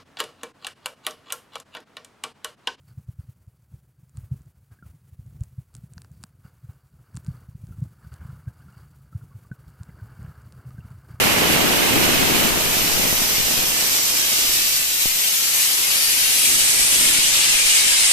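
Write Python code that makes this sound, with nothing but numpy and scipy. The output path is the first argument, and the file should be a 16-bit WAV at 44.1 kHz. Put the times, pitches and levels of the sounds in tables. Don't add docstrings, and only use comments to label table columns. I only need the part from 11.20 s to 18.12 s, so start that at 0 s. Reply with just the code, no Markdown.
import sys
import numpy as np
from scipy import signal
from scipy.fft import rfft, irfft, next_fast_len
from scipy.io import wavfile

SR = 44100
rng = np.random.default_rng(int(sys.argv[2]) if len(sys.argv) > 2 else 0)


def inscribe(sig):
    pcm = np.round(np.clip(np.atleast_2d(sig).T, -1, 1) * 32767)
    wavfile.write(sys.argv[1], SR, pcm.astype(np.int16))


N = 305172

# time in seconds, relative level in dB.
HISS_LEVEL = [(0.0, -25), (0.17, -26), (1.02, -25), (1.44, -25.6), (1.56, -24.5), (2.62, -23.5),
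              (3.2, -22.5), (3.57, -23), (3.66, -25), (3.82, -22.5), (3.95, -24), (4.05, -23.5),
              (4.3, -23.5), (4.37, -21.5), (4.55, -22), (5.15, -21), (5.22, -20.5), (5.99, -20),
              (6.06, -20.5), (6.17, -19.7), (6.25, -20.5), (6.92, -19)]
# frequency in Hz, relative spectral level in dB.
JET_SPECTRUM = [(60, -28), (350, -9), (900, -8.5), (1500, -7), (2000, -1.5), (2400, 2), (3600, 0.5),
                (4500, 1), (5700, 0.5), (7300, 0.5), (8400, 1), (9200, -3), (12300, -0.5), (13900, -2)]
# centre in Hz, width in Hz, lift in dB.
JET_RESONANCES = [(2945, 300, 2.5), (3910, 83, 1.6)]
# time in seconds, open view of the jet from 0 to 1,
# left minus right in dB, lag of the left port in ms.
MIC_PATH = [(0, 0.03, 3, 0.2), (2.1, 0, 2, 0.21), (3.3, 0.04, 1.5, 0.2), (3.9, 0.33, 3.5, 0.18),
            (5.05, 0.25, 4, 0.18), (5.27, 0.2, 3.5, 0.268), (6, 0.68, 3.5, 0.26), (6.92, 0.96, 3, 0.29)]
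# frequency in Hz, gain in dB behind the fittings, gain in dB in open view.
SHADING = [(1400, -1.1, -0.9), (2360, -1.95, 1), (5930, 2.4, 1.1), (9540, 0.94, 3.5), (13600, 3.5, -9)]
# time in seconds, centre in Hz, lift in dB.
SIZZLE_PEAK = [(0, 15000, 0.5), (2.6, 14200, -2), (3.5, 13800, 1), (3.85, 13200, 4), (4.4, 11800, 2.5),
               (5.1, 10500, 3), (5.25, 10200, 4), (5.95, 10100, 3.5), (6.1, 9500, 0.3), (6.92, 9100, 2.5)]
PEAK_WIDTH_HZ = 2400
TROUGH_ABOVE_HZ, TROUGH_WIDTH_HZ, TROUGH_SHARE = 3300, 1300, 0.5
# time in seconds, hollowness from 0 to 1.
HOLLOWNESS = [(0, 0), (1.4, 0), (1.6, 0.7), (2.5, 0.7), (2.8, 0.9), (3.5, 1), (3.7, 0.2), (4.4, 0)]
# centre in Hz, width in Hz, full lift in dB.
HOLLOW_BANDS = [(4130, 800, -0.4), (5000, 380, 2), (5750, 520, 2.5), (7300, 1000, -0.5),
                (10800, 2800, -1.3)]
# time in seconds, left lift in dB, right lift in dB.
TOP_TREBLE = [(0, 1.2, 0.8), (1.45, 2, 0.8), (1.6, 6, 1.6), (3.5, 3.6, 2.2), (3.8, 6, 1.5), (5.3, 1, 2),
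              (6.92, 1, 3.7)]
TOP_TREBLE_HZ, TOP_TREBLE_WIDTH_HZ = 13950, 650
# time in seconds, lift in dB.
PORT_RING = [(0, 0.5), (2.4, 1), (5.1, 3.5), (5.25, 6.5), (5.98, 6), (6.1, 2.5), (6.92, 3)]
PORT_RING_HZ, PORT_RING_WIDTH_HZ = 8360, 1080
# time in seconds, relative level in dB, left minus right in dB.
DRAUGHT = [(0, -19, -1), (.3, -19.5, -0.5), (.55, -20, -2.5), (.75, -20, -1.5), (1.22, -21.5, 1.5),
           (1.5, -26, -2), (1.9, -27, -4.5), (2.1, -31.5, -7.5), (2.4, -30.5, -5), (2.6, -33.5, -9),
           (3.4, -39.5, -10), (3.7, -45, -7), (5.1, -43.5, -11.5), (5.35, -44, -19.5), (5.6, -43, -21),
           (5.97, -45.5, -26), (6.1, -42, -11), (6.92, -49, -18)]
# frequency in Hz, relative level in dB at the left, at the right.
BUFFET_SPECTRUM = [(20, -15, -15), (70, -6, -8.5), (125, -2.8, -4), (180, 0.2, -0.3), (350, -1, -0.8),
                   (700, -4.7, -2.4), (1200, -8.2, -5.4), (2000, -10.5, -8), (3000, -16, -13),
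                   (6000, -40, -40)]
# frequency in Hz, relative spectral level in dB.
RUMBLE_SPECTRUM = [(5, 5.5), (15, -4), (35, -1.5), (65, -13), (130, -12.5), (400, -31.5)]
# time in seconds, relative level in dB, left minus right in dB.
RUMBLE_LEVEL = [(0, -38, 12), (1, -30.5, -4), (1.9, -27.5, 2), (2.15, -41, 17), (3, -38.5, 8),
                (3.8, -43.5, -1), (5.3, -46.5, -23), (5.9, -44, -28), (6.92, -46, -19)]
# start in seconds, pulse level at the louder port in dB,
# left minus right in dB, share of the wake, share of the rebound.
SLAPS = [(1.375, -8, 16, 0.082, 0.01), (1.569, -9.5, -15, .15, 0.19), (1.7962, -10.5, 20, .05, 0.2),
         (1.853, -8.5, 19, .05, 0.47), (1.884, -16, 18, .1, .3), (1.928, -7.5, 13, .05, 0.27),
         (2.018, -14.5, 16, .05, .9), (2.183, -12, 19, .1, 0.095), (2.203, -12.5, 18, .2, .2),
         (2.377, -14.5, 15, .15, 0), (2.392, -15, 12, .2, 0), (2.435, -14.5, 16, .18, 0),
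         (3.857, -12.5, 19, 0.24, 0.21), (5.354, -19, -22, 0.37, 0), (5.81, -19, -18, .2, 0),
         (5.988, -16, -20, 0.16, 0.16), (6.349, -29, -18, .4, 0.11), (6.451, -24, -20.5, 0.9, 0.11),
         (6.65, -24, -18, .4, 0)]
# middle in seconds, length in seconds, level in dB, left minus right in dB.
GUSTS = [(0.302, 0.18, -28, 0), (0.458, .08, -29.5, 13), (0.773, 0.23, -26, 3), (1.0, 0.14, -29.5, -7),
         (1.2, 0.22, -27, 4), (1.64, 0.087, -34, 10), (2.558, 0.081, -43, 0), (5.337, .14, -39, -9),
         (5.88, .24, -39.5, -10)]
# frequency in Hz, left gain in dB, right gain in dB.
PORT_RESPONSE = [(1000, 0.2, -0.1), (2060, 1.2, -0.3), (2880, -0.5, 0.2), (3700, -0.3, 0.1),
                 (5500, -1.3, 1.2), (6600, -1.3, 1.3), (7700, -3.8, 1.6), (8600, -0.9, -0.3),
                 (9500, -0.6, 0.3), (10300, -0.2, -0.1), (12800, -0.4, 1), (13300, 0.4, 1.4)]

FITTINGS_SHADOW_DB = -3
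SWIRL_DB, SWIRL_PER_S, SWIRL_WIDTH_HZ = 0.52, 2.7, 1640
ROAR_HZ, ROAR_WIDTH_HZ, ROAR_LEFT_DB, ROAR_RIGHT_DB = 2130, 2920, 5, 13
ROAR_SHARE, FULL_DRAUGHT_DB = 0.56, -19.5
CUTOFF_HZ, CEILING = 14270, 0.85


def air_jet(level_db, flutter_db):
    hiss_db, = in_time(HISS_LEVEL)
    view, pan_db, lag_ms = in_time(MIC_PATH)
    peak_hz, lift_db = in_time(SIZZLE_PEAK)
    draught_db, _ = in_time(DRAUGHT)
    draught = from_db(draught_db - FULL_DRAUGHT_DB)
    ring_db, = in_time(PORT_RING)
    hollowness, = in_time(HOLLOWNESS)
    top_db = in_time(TOP_TREBLE)

    def colour_db(hz, at):
        shaded_db, open_db = (at_hz(SHADING, hz, column) for column in (1, 2))
        view_db = shaded_db + view[at] * (open_db - shaded_db)
        hollow_db = hollowness[at] * sum(db * hump(hz, f, width) for f, width, db in HOLLOW_BANDS)
        trough = TROUGH_SHARE * hump(hz, peak_hz[at] + TROUGH_ABOVE_HZ, TROUGH_WIDTH_HZ)
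        peak_db = lift_db[at] * (hump(hz, peak_hz[at], PEAK_WIDTH_HZ) - trough)
        shared_db = view_db + hollow_db + peak_db + swirl_db(hz, at)
        roar = hump(hz, ROAR_HZ, ROAR_WIDTH_HZ) * draught[at]
        right_db = ROAR_RIGHT_DB * roar + ring_db[at] * hump(hz, PORT_RING_HZ, PORT_RING_WIDTH_HZ)
        treble_db = top_db[:, None, at] * hump(hz, TOP_TREBLE_HZ, TOP_TREBLE_WIDTH_HZ)
        return shared_db + np.array([ROAR_LEFT_DB * roar, right_db]) + treble_db

    field = multipath(rng.standard_normal(N), lag_ms, direct_db=FITTINGS_SHADOW_DB * (1 - view),
                      echo_db=-2.5, room_db=2.0, nearest_ms=2.5, farthest_ms=17.0,
                      sway_ms=0.45, echo_from_hz=900)
    local_share = np.clip(ROAR_SHARE * draught, 0, 1)
    field = np.sqrt(1 - local_share) * field + np.sqrt(local_share) * rng.standard_normal((2, N))
    hiss = recoloured(rms_one(shaped(field, jet_gain)), colour_db)
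    return hiss * from_db(at_ports(hiss_db + level_db + flutter_db * drift(16), pan_db))


def jet_gain(hz):
    humps_db = sum(db / (1 + (2 * (hz - centre) / width) ** 2) for centre, width, db in JET_RESONANCES)
    return from_db(at_hz(JET_SPECTRUM, hz) + humps_db)


def swirl_db(hz, at):
    bands = (hump(hz, centre, SWIRL_WIDTH_HZ) for centre in np.linspace(1000, 14500, 14))
    return SWIRL_DB * sum(band * drift(SWIRL_PER_S)[at] for band in bands)


def multipath(jet, lag_ms, direct_db, echo_db, room_db, nearest_ms, farthest_ms, sway_ms, echo_from_hz):
    heard = from_db(direct_db) * np.array(delayed(jet, [lag_ms, 0]))
    reflected = signal.sosfilt(signal.butter(2, echo_from_hz, "high", fs=SR, output="sos"), jet)
    for port in heard:
        echo_ms = [ms * rng.uniform(0.85, 1.15) + sway_ms * drift(0.4)
                   for ms in np.geomspace(nearest_ms, farthest_ms, 6)]
        port += from_db(echo_db) * sum(delayed(reflected, echo_ms))
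    diffuse = from_db(room_db) * rng.standard_normal((2, N))
    return rms_one(heard + diffuse)


def buffeting(level_db, rumble_db, lumpy_db, gusty_db, heaving_db):
    draught_db = at_ports(*in_time(DRAUGHT))
    heave_db = at_ports(*in_time(RUMBLE_LEVEL))
    out = np.zeros((2, N))
    for port in (0, 1):
        eddies = rng.standard_normal(N) * from_db(lumpy_db * drift(230) + gusty_db * drift(4.7))
        lumps = rms_one(shaped(eddies, lambda hz: from_db(at_hz(BUFFET_SPECTRUM, hz, port + 1))))
        out[port] += lumps * from_db(draught_db[port] + level_db)
        puffs = rng.standard_normal(N) * from_db(heaving_db * drift(8.6))
        heave = rms_one(shaped(puffs, lambda hz: from_db(at_hz(RUMBLE_SPECTRUM, hz))))
        out[port] += heave * from_db(heave_db[port] + rumble_db)
    return out


def eddy_slaps(pulse_s, rebound_s, wake_s, shudder_hz, shudder_s, shudder_db):
    out = np.zeros((2, N))
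    t = np.arange(SR // 4) / SR
    pulse, rebound = vortex_core(t, pulse_s), vortex_core(t - rebound_s, pulse_s)
    wake = t / wake_s * np.exp(1 - t / wake_s)
    low_pass = signal.butter(2, shudder_hz, fs=SR, output="sos")
    for start_s, peak_db, pan_db, wake_share, rebound_share in SLAPS:
        low_noise = rms_one(signal.sosfilt(low_pass, rng.standard_normal(len(t))))
        shudder = from_db(shudder_db) * low_noise * np.exp(-t / shudder_s)
        drop = pulse - rebound_share * rebound + wake_share * (wake + shudder)
        gains = from_db(at_ports(peak_db - abs(pan_db) / 2, pan_db))
        at = int(start_s * SR)
        out[:, at:at + len(t)] -= np.outer(gains, drop)[:, :N - at]
    return out


def small_eddies(per_s, level_db, draught_exponent, range_db, pulse_s):
    passing = rng.random((2, N)) < per_s / SR
    largest_db = level_db + draught_exponent * at_ports(*in_time(DRAUGHT))
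    sizes = from_db(largest_db - range_db * rng.random((2, N)))
    pulse = vortex_core(np.arange(SR // 100) / SR, pulse_s)
    return -signal.fftconvolve(passing * sizes, [pulse], axes=1)[:, :N]


def vortex_core(t, pulse_s):
    age = np.maximum(t, 0) / pulse_s
    return age ** 2 * np.exp(2 - 2 * age)


def gust_throb(centre_hz, width_hz):
    t = np.arange(N) / SR
    swell = sum(np.outer(from_db(at_ports(db, pan_db)), hump(t, middle_s, length_s))
                for middle_s, length_s, db, pan_db in GUSTS)
    band = shaped(rng.standard_normal((2, N)), lambda hz: hump(hz, centre_hz, width_hz))
    return swell * rms_one(band)


def from_db(db):
    return 10 ** (np.asarray(db) / 20)


def rms_one(x):
    return x / np.sqrt(np.mean(x ** 2) + 1e-20)


def at_ports(db, pan_db):
    return np.array([db + pan_db / 2, db - pan_db / 2])


def hump(x, centre, width):
    return np.exp(-np.log(2) * (2 * (x - centre) / width) ** 2)


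def in_time(rows):
    seconds, *columns = np.transpose(rows)
    return np.array([np.interp(np.arange(N) / SR, seconds, column) for column in columns])


def at_hz(rows, hz, column=1):
    columns = np.transpose(rows)
    return np.interp(np.log(hz + 1e-3), np.log(columns[0]), columns[column])


def shaped(x, gain_at):
    size = next_fast_len(N + 4096)
    hz = np.arange(size // 2 + 1) * SR / size
    return irfft(rfft(x, size) * gain_at(hz), size)[..., :N]


def recoloured(x, db_at, size=512):
    hz, seconds, frames = signal.stft(x, SR, nperseg=size)
    at = np.minimum(seconds * SR, N - 1).astype(int)
    return signal.istft(frames * from_db(db_at(hz[:, None], at)), SR, nperseg=size)[1][..., :N]


def drift(corner_hz):
    pole = np.exp(-40 * np.pi * corner_hz / SR)
    slow = signal.lfilter([1], [1, -2 * pole, pole * pole], rng.standard_normal(N // 20 + 4002))[4000:]
    return np.interp(np.arange(N) / 20, np.arange(len(slow)), rms_one(slow))


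def delayed(x, delays_ms):
    fine = signal.resample_poly(x, 4, 1)
    return [np.interp(4 * (np.arange(N) - ms * SR / 1000), np.arange(len(fine)), fine, left=0)
            for ms in delays_ms]


def scene():
    return (air_jet(level_db=4.5, flutter_db=0.55)
            + buffeting(level_db=-0.87, rumble_db=-2.0, lumpy_db=2.5, gusty_db=-0.14, heaving_db=3.5)
            + small_eddies(per_s=40, level_db=-2.5, draught_exponent=0.63, range_db=19, pulse_s=0.00053)
            + eddy_slaps(pulse_s=0.0005, rebound_s=0.0022, wake_s=0.013,
                         shudder_hz=80, shudder_s=0.065, shudder_db=-15)
            + gust_throb(centre_hz=264, width_hz=255))


def record(dry):
    coloured = shaped(dry, lambda hz: from_db([at_hz(PORT_RESPONSE, hz, column) for column in (1, 2)]))
    vented = signal.sosfilt(signal.butter(1, 4, "high", fs=SR, output="sos"), coloured)
    rounded = vented / (1 + (vented / CEILING) ** 8) ** (1 / 8)
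    return shaped(rounded, lambda hz: 1 / np.sqrt(1 + (hz / CUTOFF_HZ) ** 700))


dry = scene()
out = record(dry)
inscribe(out)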